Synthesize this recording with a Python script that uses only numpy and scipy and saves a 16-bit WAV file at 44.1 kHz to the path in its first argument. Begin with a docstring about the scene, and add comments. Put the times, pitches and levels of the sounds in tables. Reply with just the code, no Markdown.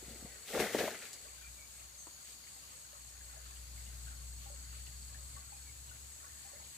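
"""Water and wet earth splash twice among the leaves, close to the microphones, as someone reaches down.
Heavy drops thud into mud, bubbles froth and spray patters out; soft bumps and twig snaps lie around it.
The place is a forest gully: a thin brook bubbles to the right, and insects buzz and trill with their wings.
Far off, an engine drones and a few birds whistle faintly through the hiss of the forest."""
import sys
import numpy as np
from scipy import signal
from scipy.fft import rfft, irfft
from scipy.io import wavfile
from scipy.ndimage import uniform_filter1d

SR = 44100
rng = np.random.default_rng(int(sys.argv[2]) if len(sys.argv) > 2 else 0)


def unload_wav(signal):
    """Save mono or channel-first audio to the path in sys.argv[1] as 16-bit WAV at rate SR, clipped to [-1, 1]."""
    wavfile.write(
        sys.argv[1],
        SR,
        np.round(np.clip(np.atleast_2d(signal).T, -1, 1) * 32767).astype(np.int16),
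    )


N = 298557
T = np.arange(N) / SR
HZ = np.fft.rfftfreq(N, 1 / SR)


def gain_of(db):
    """Decibels to amplitude."""
    return 10 ** (np.asarray(db) / 20)


def unit_rms(x):
    """Scales to rms 1."""
    return x / np.sqrt(np.mean(x ** 2) + 1e-20)


def over_frequency(points):
    """A table's value at every frequency, interpolated on a log axis."""
    hz, value = np.transpose(points)
    return np.interp(np.log(HZ + 1), np.log(hz + 1), value)


def over_time(rows):
    """A table's value at every sample."""
    return np.interp(T, *np.transpose(rows))


def colour(x, spectrum):
    """Filters x by a spectrum that falls away steeply beyond its ends; the result has rms 1."""
    low_cut = 1 + (spectrum[0][0] / (HZ + 1) / 1.2) ** 8
    high_cut = 1 + (HZ / spectrum[-1][0] / 1.2) ** 8
    return unit_rms(irfft(rfft(x) * gain_of(over_frequency(spectrum)) / high_cut / low_cut, N))


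def drift(hz):
    """A random wander of rms 1, mostly slower than hz."""
    return unit_rms(irfft(rfft(rng.standard_normal(N)) * np.exp(-(HZ / hz) ** 2) * (HZ > 0), N))


def add(mix, s, sound):
    """Lays a sound into the mix at time s."""
    part = mix[max(round(s * SR), 0):][:len(sound)]
    part += sound[:len(part)]


def swells(rows, length_s):
    """An envelope that fades in and out around each (time [s], level [dB])."""
    out = np.zeros(N)
    for s, db in rows:
        add(out, s - length_s / 2, gain_of(db) * signal.windows.tukey(int(length_s * SR), .8))
    return out


def repeats(runs):
    """Spreads runs into single calls (time [s], level [dB])."""
    return [(s, db) for first, until, spacing, db in runs for s in np.arange(first, until, spacing)]


def impacts(per_s, spread_db):
    """A train of tiny impacts, most small and a few large."""
    out = np.zeros(N)
    at, size, sign = rng.random((int(per_s * N / SR), 3)).T
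    out[(at * N).astype(int)] = np.sign(sign - .5) * gain_of(spread_db * np.minimum(-np.log(size), 4))
    return out


def mic_pair(x, likeness):
    """Shares two unrelated signals between the microphones, by (frequency [Hz], correlation)."""
    angle = np.arccos(np.clip(over_frequency(likeness), -1, 1)) / 2
    mid, side = rfft(x) * [np.cos(angle), np.sin(angle)]
    return irfft([mid + side, mid - side], N)


def from_right(x):
    """Sound from the right reaches the left microphone 20 samples later."""
    return np.array([np.roll(x, 20), x])


def gully(x, wet_db, t60):
    """Banks and stems scatter a short diffuse tail to each microphone."""
    t = T[:SR // 2]
    tail = rng.standard_normal((2, len(t))) * gain_of(-60 * t / t60) * (t > .003)
    return gain_of(wet_db) * signal.fftconvolve(x[None], tail / np.linalg.norm(tail[0]), axes=1)[:, :N]


# Forest hiss, all around: (frequency [Hz], relative level [dB])
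AIR_SPECTRUM = [(20, -18), (80, 6.5), (200, -2.5), (400, -6), (700, -5.5), (1100, -5), (1700, -5.5),
                (2600, -4.5), (3400, -4), (4200, -.5), (5600, -3), (7200, -1), (9000, -3), (11000, -2),
                (13000, -6), (15500, -5.5)]

def forest_air():
    """An even hiss, alike at both microphones only in the bass."""
    hiss = colour(rng.standard_normal((2, N)), AIR_SPECTRUM)
    hiss = mic_pair(hiss, likeness=[(100, 0.81), (500, 0.23), (1200, 0.056), (4000, 0.0093)])
    return hiss * gain_of(-56.5 + .45 * drift(4))


# Engine speed: (time [s], firing rate [Hz])
FIRING_RATE = [(0, 61.96), (1.5, 60.3), (2.3, 61.9), (3.3, 60.96), (3.8, 61.3), (4.5, 61.44), (5.05, 63.2),
               (5.5, 65.4), (5.9, 66.1), (6.3, 68.8), (6.77, 69.2)]
# Its drone as heard, far off to the right, rising and falling and dipping deeply during the splash: (time [s],
# level [dB])
DRONE_LEVEL = [(0.0, -63), (0.07, -55.5), (0.3, -59), (0.45, -73), (0.6, -57), (0.71, -80), (1.11, -78),
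               (1.28, -64.5), (1.51, -55), (1.62, -66), (1.83, -62), (2.15, -71), (2.92, -68), (3.0, -61.5),
               (3.85, -48.5), (5.35, -53), (5.47, -56.5), (6.09, -58.5), (6.11, -62.5), (6.56, -66),
               (6.6, -58), (6.77, -70)]
# Its rumble: (frequency [Hz], relative level [dB])
RUMBLE_SPECTRUM = [(20, -26), (45, -5), (70, -4), (120, 0.5), (160, -10), (260, -16), (500, -37)]

def far_engine():
    """Only the firing tone and a rumble carry this far; it runs rougher and less evenly as it speeds up."""
    firing_hz = over_time(FIRING_RATE)
    phase = 2 * np.pi * np.cumsum(firing_hz) / SR
    tone = np.sqrt(2) * (np.sin(phase) + gain_of(-20.5) * np.sin(2 * phase)) * gain_of(.5 * drift(28))
    rumble_db = -12 + 0.93 * (firing_hz - 62)
    rumble = gain_of(rumble_db) * colour(rng.standard_normal(N), RUMBLE_SPECTRUM)
    waver_db = 0.87 + 0.23 * (firing_hz - firing_hz[0])
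    return from_right((tone + rumble) * gain_of(over_time(DRONE_LEVEL) + waver_db * drift(8.8)))


# Birds, far right: (time [s], length [s], start pitch [Hz], end pitch [Hz], relative level [dB])
BIRD_NOTES = [(0.263, 0.14, 1995, 1860, -71), (1.405, 0.086, 2400, 2387, -64.5),
              (1.559, 0.11, 2305, 2300, -67.5), (1.97, 0.069, 6220, 6580, -58),
              (2.12, .04, 6830, 6950, -59.5), (5.648, 0.082, 2350, 2110, -70)]

def far_birds():
    """Thin wavering whistles blurred by the trees."""
    out = np.zeros(N)
    for s, length, start_hz, end_hz, db in BIRD_NOTES:
        hz = np.linspace(start_hz, end_hz, int(length * SR))
        hz *= 1 + 0.0203 * drift(210)[:len(hz)]
        whistle = np.sin(2 * np.pi * np.cumsum(hz) / SR) * signal.windows.tukey(len(hz), .6)
        add(out, s, gain_of(db + 5.5) * whistle)
    return from_right(out) + gully(out, wet_db=-1.5, t60=0.25)


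# High insect chorus, all around: (frequency [Hz], relative level [dB])
CHORUS_SPECTRUM = [(6800, -23), (7150, -11), (7500, -8), (7750, -4.5), (7930, 2.5), (8050, -9), (8250, -3),
                   (8500, -16)]
# It thins out, then returns: (time [s], level [dB])
CHORUS_SWELL = [(0, -57), (1.3, -60), (2, -71), (2.9, -65), (4, -60), (5.2, -57.5), (6.77, -57.5)]

def insect_chorus():
    """Many insects merge into one narrow band of hiss."""
    return colour(rng.standard_normal((2, N)), CHORUS_SPECTRUM) * gain_of(over_time(CHORUS_SWELL))


def wing_strokes(spectrum, throb_hz, depths):
    """Ringing wing strokes blur into a nearly even band that throbs; depths lists the throb's harmonics."""
    turns = np.cumsum(throb_hz * (1 + 0.0049 * drift(3.1))) / SR
    throb = sum(depth * np.cos(2 * np.pi * k * turns) for k, depth in enumerate(depths, 1))
    ring = colour(rng.standard_normal((2, N)), spectrum)
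    strength = np.sqrt(uniform_filter1d(ring ** 2, size=1500, axis=1) + 1e-6)
    return unit_rms(ring / strength * np.exp(throb))


# Wing resonances of three insects, each (frequency [Hz], relative level [dB])
RASP_SPECTRUM = [(7100, -31), (7500, -6), (7750, -9.5), (7930, -5), (8080, -13), (8240, 0.5), (8400, -15),
                 (8650, -23)]
BUZZ_SPECTRUM = [(6150, -42), (6450, -3.5), (6620, 7.5), (6770, -12), (6860, 6), (6970, 2), (7300, -35)]
WHIRR_SPECTRUM = [(4250, -12), (4480, -5), (4600, 1), (4720, 5), (4950, -24)]
# Their runs of calls, each (first [s], until [s], spacing [s], level [dB])
RASP_CALLS = [(.12, .7, .25, -65), (1.03, 1.6, 0.257, -59.5), (1.78, 3.4, 0.251, -57.5),
              (3.56, 5.7, 0.249, -59), (6.14, 6.77, 0.31, -60)]
WHIRR_CALLS = [(1.21, 5.3, 1.213, -66.5)]

def insects():
    """In front of the chorus, wings make short high rasps, a steady fast buzz and long lower whirrs."""
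    rasp = wing_strokes(RASP_SPECTRUM, throb_hz=66.7, depths=[.14])
    rasp *= swells(repeats(RASP_CALLS), length_s=0.29)
    buzz = wing_strokes(BUZZ_SPECTRUM, throb_hz=75.8, depths=[.19, .27, .14])
    buzz *= gain_of(-60 + .5 * drift(2.2))
    whirr = wing_strokes(WHIRR_SPECTRUM, throb_hz=57, depths=[.25])
    whirr *= swells(repeats(WHIRR_CALLS), length_s=0.97)
    return rasp + buzz + whirr


# The cricket's wing resonance: (frequency [Hz], relative level [dB])
CRICKET_SPECTRUM = [(3900, -21), (4130, -16), (4280, -16), (4350, 0), (4420, 4.5), (4500, -3.5),
                    (4700, -14.5)]
# Its bouts: (start [s], end [s], level [dB])
CRICKET_BOUTS = [(0, 1.3, -65), (1.8, 3.4, -69), (3.95, 5.72, -65.5), (6.35, 6.77, -66)]

def cricket(fade_s=.16, others_db=-69.5):
    """A cricket's wings trill in bouts; others farther off carry on faintly in the rests."""
    bouts = sum(gain_of(db) * np.clip(np.minimum(T - start, end - T) / fade_s + .5, 0, 1)
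                for start, end, db in CRICKET_BOUTS)
    trill = wing_strokes(CRICKET_SPECTRUM, throb_hz=18.5, depths=[.42, 0, .22])
    return trill * np.hypot(bouts, gain_of(others_db))


def bubble(hz, cycles, rise):
    """An air pocket rings and sharpens as it nears the surface, dying by 60 dB over its cycles."""
    age = np.arange(int(SR * cycles / hz)) * hz / SR / cycles
    ring = np.sin(2 * np.pi * cycles * (age + rise * age ** 2))
    return ring * gain_of(-60 * age) * (1 - np.exp(-age * 30))


def bubble_swarm(lo_hz, hi_hz, per_s, spread_db, cycles, sizes):
    """Bubbles of many sizes, each size bursting per_s times a second."""
    rings = [bubble(hz, cycles, rise=0.08) * np.sqrt(hz) for hz in np.geomspace(lo_hz, hi_hz, sizes)]
    return sum(signal.oaconvolve(impacts(per_s, spread_db), ring)[:N] for ring in rings)


def eddies(patchy_db=8.5, sizes=9):
    """Each size of eddy hisses in its own band and comes and goes on its own."""
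    out = np.zeros(N)
    for hz in np.geomspace(450, 4000, sizes):
        eddy = signal.lfilter(*signal.iirpeak(hz, 4, fs=SR), rng.standard_normal(N))
        out += eddy * gain_of(patchy_db * np.clip(drift(8.4), -2, 2))
    return out


# The brook, right of the microphones: (frequency [Hz], relative level [dB])
BROOK_SPECTRUM = [(200, -26), (430, -5.5), (600, 3.5), (850, -8), (1330, 0), (2200, -6), (3000, -4.5),
                  (5000, -7), (12000, -40)]
# Its clearest bubbles: (time [s], relative level [dB], pitch [Hz])
BROOK_PLOPS = [(1.253, -55, 600), (1.332, -54.5, 1040), (1.413, -52, 1480), (2.47, -54.5, 2150),
               (2.929, -55.5, 583), (3.21, -53.5, 1640), (3.369, -54, 650), (3.46, -50, 1310),
               (3.777, -53, 2120), (4.08, -48.5, 1500), (4.459, -50.5, 796), (4.5, -52.5, 567),
               (4.867, -64, 1930), (5.145, -50, 1660), (5.364, -47, 1100), (5.522, -48, 857),
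               (6.229, -54, 1330), (6.264, -55, 1438), (6.393, -55, 1664), (6.449, -53.5, 765),
               (6.532, -51.5, 563), (6.599, -50.5, 890)]

def brook(lesser_count=5, swell_s=0.18):
    """Bubbles trickle over small eddies; each clear plop sheds lesser bubbles as the flow swells."""
    plops = np.zeros(N)
    for s, db, hz in BROOK_PLOPS:
        add(plops, s, gain_of(db) * bubble(hz, cycles=42, rise=.06))
        for late, pitch in rng.random((lesser_count, 2)):
            lesser_hz = hz * np.exp(0.176 * (2 * pitch - 1))
            add(plops, s + 0.045 * late, gain_of(db - 8) * bubble(lesser_hz, cycles=11, rise=0.056))
    trickle = bubble_swarm(720, 3000, per_s=2.2, spread_db=2.5, cycles=48, sizes=48)
    gurgle = colour(trickle, BROOK_SPECTRUM) * gain_of(-2)
    wash = colour(eddies(), BROOK_SPECTRUM) * gain_of(-2.5)
    steady_flow = gain_of(-69.5 + 2.3 * drift(7.8))
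    surges = swells([(s + swell_s / 10, db - 19.5) for s, db, hz in BROOK_PLOPS], swell_s)
    water = (gurgle + wash) * np.hypot(steady_flow, surges) + gain_of(4.5) * plops
    return from_right(water) + gully(water, wet_db=-2.5, t60=0.12)


# Leaves ticking under spray or a touch: (frequency [Hz], relative level [dB])
TICK_SPECTRUM = [(2500, 0), (3800, -0.5), (5000, -4), (7000, -3), (9000, -6.5), (12000, -5.5),
                 (15500, -8.5)]

def leaf_ticks(per_s, spread_db):
    """Tiny bright impacts on leaves, a separate train for each side."""
    return colour([impacts(per_s, spread_db) for side in "LR"], TICK_SPECTRUM)


# The arm brushing nearby leaves: (middle [s], level [dB])
LEAF_BRUSHES = [(1.4, -60.5), (2.3, -58.5), (3.8, -66), (4.43, -59), (6.43, -62)]

def brushed_leaves():
    """Each brush gives a short clump of ticks."""
    return leaf_ticks(per_s=4000, spread_db=3) * swells(LEAF_BRUSHES, length_s=0.15)


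# Twigs and leaves snapping, centred: (time [s], relative level [dB], pitch [Hz])
TWIG_SNAPS = [(.481, -46, 3220), (0.6, -35.5, 2070), (.787, -33.5, 2470), (.946, -40.5, 1890),
              (1.023, -46.5, 1830), (1.054, -49, 2700), (1.131, -42, 6500), (2.069, -52, 990),
              (2.55, -58, 12000), (3.091, -59, 5530), (3.794, -54, 5500), (4.867, -52.5, 3200),
              (5.346, -64, 5000), (5.774, -57, 10950)]

def twig_snaps(t60=0.012):
    """Brief cracks, each coloured by its own twig or leaf."""
    out, t = np.zeros(N), T[:SR // 20]
    for s, db, hz in TWIG_SNAPS:
        burst = rng.standard_normal(len(t)) * gain_of(-60 * t / t60)
        crack = signal.lfilter(*signal.iirpeak(hz, 2.5, fs=SR), burst)
        add(out, s, gain_of(db + 7) * crack / abs(crack).max())
    return out + gully(out, wet_db=1.5, t60=0.14)


# Wet slaps and soft bumps, close and centred: (time [s], level [dB], pitch [Hz], ring t60 [s])
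WET_SLAPS = [(0.026, -43.5, 370, 0.037), (0.081, -40.5, 187, 0.03), (0.107, -48, 229, 0.14),
             (0.157, -45, 300, 0.024), (0.224, -43, 200, 0.024), (0.246, -39, 185, 0.043),
             (.256, -44.5, 470, 0.032), (.504, -39, 447, 0.048), (0.549, -34, 540, 0.045),
             (.574, -28, 625, 0.039), (.594, -21.5, 440, 0.015), (.6, -21.5, 425, 0.033),
             (0.622, -26.5, 395, 0.025), (.641, -32, 406, 0.03), (.66, -29.5, 470, 0.023),
             (0.7456, -19, 410, 0.027), (0.765, -34, 273, 0.083), (.786, -29.5, 444, 0.071),
             (0.808, -24.5, 493, 0.049), (.835, -25.5, 387, 0.027), (.878, -26.5, 600, 0.041),
             (.926, -43, 430, 0.09), (1.039, -51, 427, 0.068), (2.07, -47, 324, 0.034)]

def wet_slaps(smack=0.36, smack_t60=0.067, rise_s=0.0013):
    """A lump of water drives a short hollow ring with a burst of noise; larger lumps sound duller."""
    out, t = np.zeros(N), T[:SR // 6]
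    for s, db, hz, t60 in WET_SLAPS:
        ring = np.sin(2 * np.pi * hz * t) * gain_of(-60 * t / t60)
        band = signal.butter(3, [hz / 2, hz * 1.97], "band", fs=SR, output="sos")
        burst = unit_rms(signal.sosfilt(band, rng.standard_normal(len(t)))) * gain_of(-60 * t / smack_t60)
        add(out, s, gain_of(db) * (ring + smack * burst) * (1 - np.exp(-t / rise_s)))
    return out + gully(out, wet_db=-18, t60=0.22)


# Throws of water, from first stirring to last patter:
# (peak time [s], build-up [s], mud level [dB], froth level [dB], spray level [dB])
WATER_THROWS = [(.11, 0.1, -60, -66, -59.5), (.26, 0.15, -62.5, -79, -72),
                (.505, 0.045, -55.5, -55.5, -47.5), (.563, 0.042, -35.5, -44.5, -43),
                (.603, 0.021, -37.5, -42, -39), (.76, 0.053, -46.5, -46, -42.5),
                (.8, 0.027, -36.5, -42.5, -42.5), (.855, 0.024, -52, -60, -48),
                (1.04, 0.045, -74, -60, -53.5)]

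def throws(part, lapping_db, lag, rise, fall_db_per_s):
    """One part's envelope: throws build and die over soft lapping; lag and rise count in build-ups."""
    column = ["mud", "froth", "spray"].index(part)
    power = np.full(N, gain_of(lapping_db) ** 2)
    for s, build_s, *levels in WATER_THROWS:
        t = T - s - lag * build_s
        below_peak_db = np.where(t < 0, 20 * (t / (rise * build_s)) ** 2, fall_db_per_s * t)
        power += gain_of(levels[column] - below_peak_db) ** 2
    return np.sqrt(power)


# Thudding mud and frothing bubbles, each (frequency [Hz], relative level [dB])
MUD_SPECTRUM = [(70, -12.5), (150, -12.5), (210, -1.5), (290, -7), (420, 1), (620, -3), (800, -5),
                (1050, -25), (1400, -15.5)]
FROTH_SPECTRUM = [(900, -18.5), (1300, -5.5), (1600, -2.5), (2100, 2.5), (2600, -6.5), (3300, -17)]
# How alike the close splash is at the two microphones: (frequency [Hz], correlation [0-1])
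SPLASH_LIKENESS = [(60, .99), (700, 0.95), (1200, 0.7), (2200, 0.98), (3500, 0.41), (6000, 0.21),
                   (8000, 0.14), (15000, 0)]

def splash(still_s=1.41, settle_s=0.17):
    """Heavy drops thud into mud, bubbles froth and spray rattles on leaves until the pool lies still."""
    mud = colour([impacts(per_s=1600, spread_db=1.5) for side in "LR"], MUD_SPECTRUM)
    mud *= throws("mud", lapping_db=-69.5, lag=0.028, rise=1.0, fall_db_per_s=121)
    swarms = [bubble_swarm(900, 3400, per_s=55, spread_db=2, cycles=32, sizes=24) for side in "LR"]
    froth = colour(swarms, FROTH_SPECTRUM)
    froth *= throws("froth", lapping_db=-69, lag=0.11, rise=1.5, fall_db_per_s=82)
    spray = leaf_ticks(per_s=6000, spread_db=2.5)
    spray *= throws("spray", lapping_db=-67, lag=.12, rise=1.43, fall_db_per_s=98)
    settling = np.clip((still_s - T) / settle_s, 0, 1)
    return mic_pair((mud + froth + spray) * settling, SPLASH_LIKENESS)


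def scene():
    """The gully as heard from beside the pool."""
    near = splash() + wet_slaps() + twig_snaps() + brushed_leaves()
    around = brook() + insects() + cricket() + insect_chorus()
    far = far_birds() + far_engine() + forest_air()
    return near + around + far


def record(dry, cutoff_hz=15520):
    """A microphone pair, the left more sensitive, with a steep cut of the highest treble."""
    mics = dry * gain_of([[1.4], [-1.7]])
    lowpass = signal.firwin(1023, cutoff_hz, window=("kaiser", 9), fs=SR)
    return signal.oaconvolve(mics, lowpass[None], "same")


dry = scene()
out = record(dry)
unload_wav(out)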